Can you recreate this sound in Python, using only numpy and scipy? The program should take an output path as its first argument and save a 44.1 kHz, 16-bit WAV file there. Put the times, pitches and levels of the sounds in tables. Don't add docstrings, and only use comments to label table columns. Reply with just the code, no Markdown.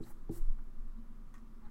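import sys
import numpy as np
from scipy import signal
from scipy.fft import rfft, irfft
from scipy.io import wavfile

SR = 44100
rng = np.random.default_rng(int(sys.argv[2]) if len(sys.argv) > 2 else 0)


def store_wav(level_fs):
    pcm = np.round(np.clip(np.atleast_2d(level_fs), -1, 1) * 32767)
    wavfile.write(sys.argv[1], SR, pcm.T.astype(np.int16))


N = 74970
T = np.arange(N) / SR
FREQS = np.fft.rfftfreq(N, 1 / SR)


def from_db(db):
    return 10 ** (np.asarray(db) / 20)


def unit_rms(x):
    return x / np.sqrt(np.mean(x ** 2) + 1e-20)


def low_pass(x, hz, order=2):
    return signal.sosfilt(signal.butter(order, min(hz, .45 * SR), fs=SR, output="sos"), x + 1e-18)


def colour(x, spectrum):
    hz, db = np.transpose(spectrum)
    gain = from_db(np.interp(np.log(np.maximum(FREQS, 1)), np.log(hz), db))
    return unit_rms(irfft(rfft(x) * gain, N))


def noise_band(hz, half_width_hz):
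    gain = 1 / (1 + ((FREQS - hz) / half_width_hz) ** 2)
    return unit_rms(irfft(rfft(rng.standard_normal(N)) * gain, N))


def decay(start, t60):
    return (T >= start) * from_db(-60 * np.maximum(T - start, 0) / t60)


def swell(centre, half_length):
    return np.exp(-.5 * ((T - centre) / half_length) ** 2)


def burst(start, t60):
    return rng.standard_normal(N) * decay(start, t60)


def struck(modes, start):
    return sum((-1) ** k * from_db(db) * decay(start, t60) * np.sin(2 * np.pi * hz * (T - start))
               for k, (hz, db, t60) in enumerate(modes))


def reverberate(x, t60):
    tail = burst(0, t60)
    return signal.fftconvolve(x, tail / np.linalg.norm(tail))[:N]


# f/Hz, relative level/dB
ROOM_SPECTRUM = [(40, 2.5), (65, 2), (90, -9.5), (115, -3.5), (160, -3), (190, -4), (235, -3.5), (280, -10),
                 (335, -8), (420, -16), (620, -21), (850, -22), (1180, -15), (1550, -24.5), (1900, -27.5),
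                 (2600, -33.5), (5000, -37.5), (9000, -40), (15500, -41)]


def room_tone(level_db=-60):
    return from_db(level_db) * colour(rng.standard_normal(N), ROOM_SPECTRUM)


# f/Hz, width/Hz, level/dB
FAN_BANDS = [(114.3, 4.3, -71.5), (241.4, 20, -68)]


def fan(whine_hz=976, whine_db=-81.5, flutter_db=1.5):
    hum = sum(from_db(db) * noise_band(hz, width / 2) for hz, width, db in FAN_BANDS)
    whine_gain = from_db(whine_db + flutter_db * noise_band(0, 15))
    return hum + whine_gain * np.sin(2 * np.pi * whine_hz * T)


# t/s, level/dB
DRONE_LEVELS = [(0, -68.5), (0.78, -68.5), (0.92, -62), (1.7, -64.5)]


def drone(hz=222.4, width_hz=24):
    return from_db(np.interp(T, *np.transpose(DRONE_LEVELS))) * noise_band(hz, width_hz / 2)


# t/s, relative level/dB
DRAUGHT_LEVELS = [(0, -42), (0.08, -52.5), (0.124, -41), (0.288, -34), (0.361, -42.5), (0.429, -22),
                  (0.499, -24), (0.58, -35), (0.74, -40), (0.82, -33.5), (1.02, -41.5), (1.1, -41.5),
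                  (1.349, -44.5), (1.7, -46)]


def draught(flutter_hz=20, wander=.13, swing_db=1, trim_db=-3, rumble_db=-3, cutoff_hz=52):
    strength = from_db(trim_db + np.interp(T, *np.transpose(DRAUGHT_LEVELS)))
    pitch = flutter_hz * (1 + wander * noise_band(0, 10.1))
    flutter = np.sqrt(2) * np.sin(2 * np.pi * np.cumsum(pitch) / SR)
    flutter *= from_db(swing_db * noise_band(0, 5))
    rumble = from_db(rumble_db) * noise_band(9.1, 3.6)
    return low_pass(strength * (flutter + rumble), cutoff_hz, order=3)


# f/Hz, relative level/dB, t60/s
DESK_MODES = [(62, -11, 0.2), (111.6, -12.5, 0.61), (163, -2.5, 0.064), (239, -6, 0.12), (323.9, -1, 0.12),
              (340.3, -5, 0.22), (401.5, -8, 0.13), (460, -6, 0.054), (789, -9, 0.037), (960, -19, 0.02)]
# t/s, knock gain/dB, contact cut-off/Hz, paper slap gain/dB
LANDINGS = [(0.002, -39, 430, -95), (0.2925, -31.5, 493, -53)]


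def knocks(rebound_s=.01291, rebound_db=-17.5, thud_db=-11, slap_cutoff_hz=3100):
    out = 0
    for start, db, contact_hz, slap_db in LANDINGS:
        ring = struck(DESK_MODES, start) + from_db(rebound_db) * struck(DESK_MODES, start + rebound_s)
        thud = from_db(thud_db) * noise_band(326, 250) * decay(start, t60=.08)
        slap = low_pass(burst(start, t60=.014), slap_cutoff_hz)
        out += from_db(db) * low_pass(ring + thud, contact_hz) + from_db(slap_db) * slap
    return out


# f/Hz, relative level/dB
FRICTION_SPECTRUM = [(500, 6.5), (900, 2.5), (1800, -1.5), (2700, -11), (3700, -7.5), (4400, -4),
                     (5100, -6), (5800, -1), (6500, -3.5), (7600, 2.5), (9200, 0.5), (12700, 3),
                     (14000, -1), (15500, -1)]


def friction(catches_per_s=6000, catch_gain=.35):
    catches = rng.standard_normal(N) * (rng.random(N) < catches_per_s / SR)
    grain = rng.standard_normal(N) + catch_gain * unit_rms(catches)
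    return colour(grain, FRICTION_SPECTRUM)


# start t/s, fastest t/s, lift-off t/s, gain/dB, rise/dB, brightening/(dB per octave)
STROKES = [(0.029, 0.106, 0.11, -63.5, 7.5, 10), (0.325, 0.357, 0.38, -58, 5, 3.5)]


def brushing(attack_s=.024, release_t60=.09, pivot_hz=9000, room_db=-5, wall_cutoff_hz=6500):
    hiss_spectrum = rfft(friction())
    octaves = np.log2(np.maximum(FREQS / pivot_hz, .5))
    direct = 0
    for start, fastest, lift, db, rise_db, tilt_db in STROKES:
        onset = np.clip((T - start) / attack_s + 1, 0, 1)
        approach_db = np.interp(T, [start, fastest], [-rise_db, 0])
        release_db = -60 * np.maximum(T - lift, 0) / release_t60
        envelope = onset * from_db(db + approach_db + release_db)
        dull = irfft(hiss_spectrum * from_db(-tilt_db * octaves), N)
        bright = irfft(hiss_spectrum * from_db(.5 * tilt_db * octaves), N)
        progress = np.interp(T, [start, lift], [0, 1])
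        direct += envelope * ((1 - progress) * dull + progress * bright)
    tail = low_pass(reverberate(direct, t60=.56), wall_cutoff_hz, order=1)
    return direct + from_db(room_db) * tail


# t/s, half-length/s, level/dB
SKIN_SQUEAKS = [(0.039, 0.0036, -63.5), (0.987, 0.011, -88.5), (1.658, .01, -82.5)]


def squeaks(hz=4070, width_hz=450):
    envelope = sum(from_db(db) * swell(centre, half) for centre, half, db in SKIN_SQUEAKS)
    return envelope * noise_band(hz, width_hz / 2)


# f/Hz, width/Hz, relative level/dB
RUB_BANDS = [(837, 62, 2.5), (1180, 680, 4.5), (1490, 98, -9), (1913, 480, -3)]
# t/s, half-length/s, rub level/dB, desk rumble level/dB
HAND_DRAGS = [(0.074, 0.007, -61, -58), (0.111, 0.011, -65, -60.5), (0.384, 0.024, -78.5, -55),
              (0.593, 0.006, -64.5, -73), (1.662, .024, -66.5, -70)]


def drags(mode_width_hz=16):
    rub = unit_rms(sum(from_db(db) * noise_band(hz, width / 2) for hz, width, db in RUB_BANDS))
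    desk = unit_rms(sum(from_db(db) * t60 * noise_band(hz, mode_width_hz / 2)
                        for hz, db, t60 in DESK_MODES))
    return sum(swell(centre, half) * (from_db(rub_db) * rub + from_db(desk_db) * desk)
               for centre, half, rub_db, desk_db in HAND_DRAGS)


# f/Hz, relative level/dB, t60/s
PENCIL_MODES = [(1140, 3, .06), (1500, -8, .04), (1860, -2, .06), (2150, -7, .04), (3300, -10, .03),
                (6100, -7, .025), (9400, -9, .02)]
# f/Hz, relative level/dB
TICK_ROOM_SPECTRUM = [(600, -23), (1150, 17), (2000, 8), (2700, 1.5), (4500, -7), (6200, 4), (8000, -0.5),
                      (9500, -6), (14000, -12)]
# t/s, gain/dB, contact cut-off/Hz
PENCIL_TOUCHES = [(1.3403, -63.5, 10000), (1.3423, -61, 8900), (1.353, -60.5, 2010), (1.38, -65.5, 2500)]


def pencil_tick(crack_db=4, room_db=-6.5):
    out = 0
    for start, db, contact_hz in PENCIL_TOUCHES:
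        crack = from_db(crack_db) * burst(start, t60=.0097)
        direct = low_pass(struck(PENCIL_MODES, start) + crack, contact_hz, order=1)
        tail = colour(rng.standard_normal(N), TICK_ROOM_SPECTRUM) * decay(start, t60=.13)
        out += from_db(db) * (direct + from_db(room_db) * tail)
    return out


def scene():
    close = knocks() + brushing() + drags() + squeaks() + pencil_tick() + draught()
    background = fan() + drone() + room_tone()
    return (close + background)[None]


def record(dry):
    return signal.sosfilt(signal.ellip(12, .1, 80, 15800, fs=SR, output="sos"), dry)


dry = scene()
out = record(dry)
store_wav(out)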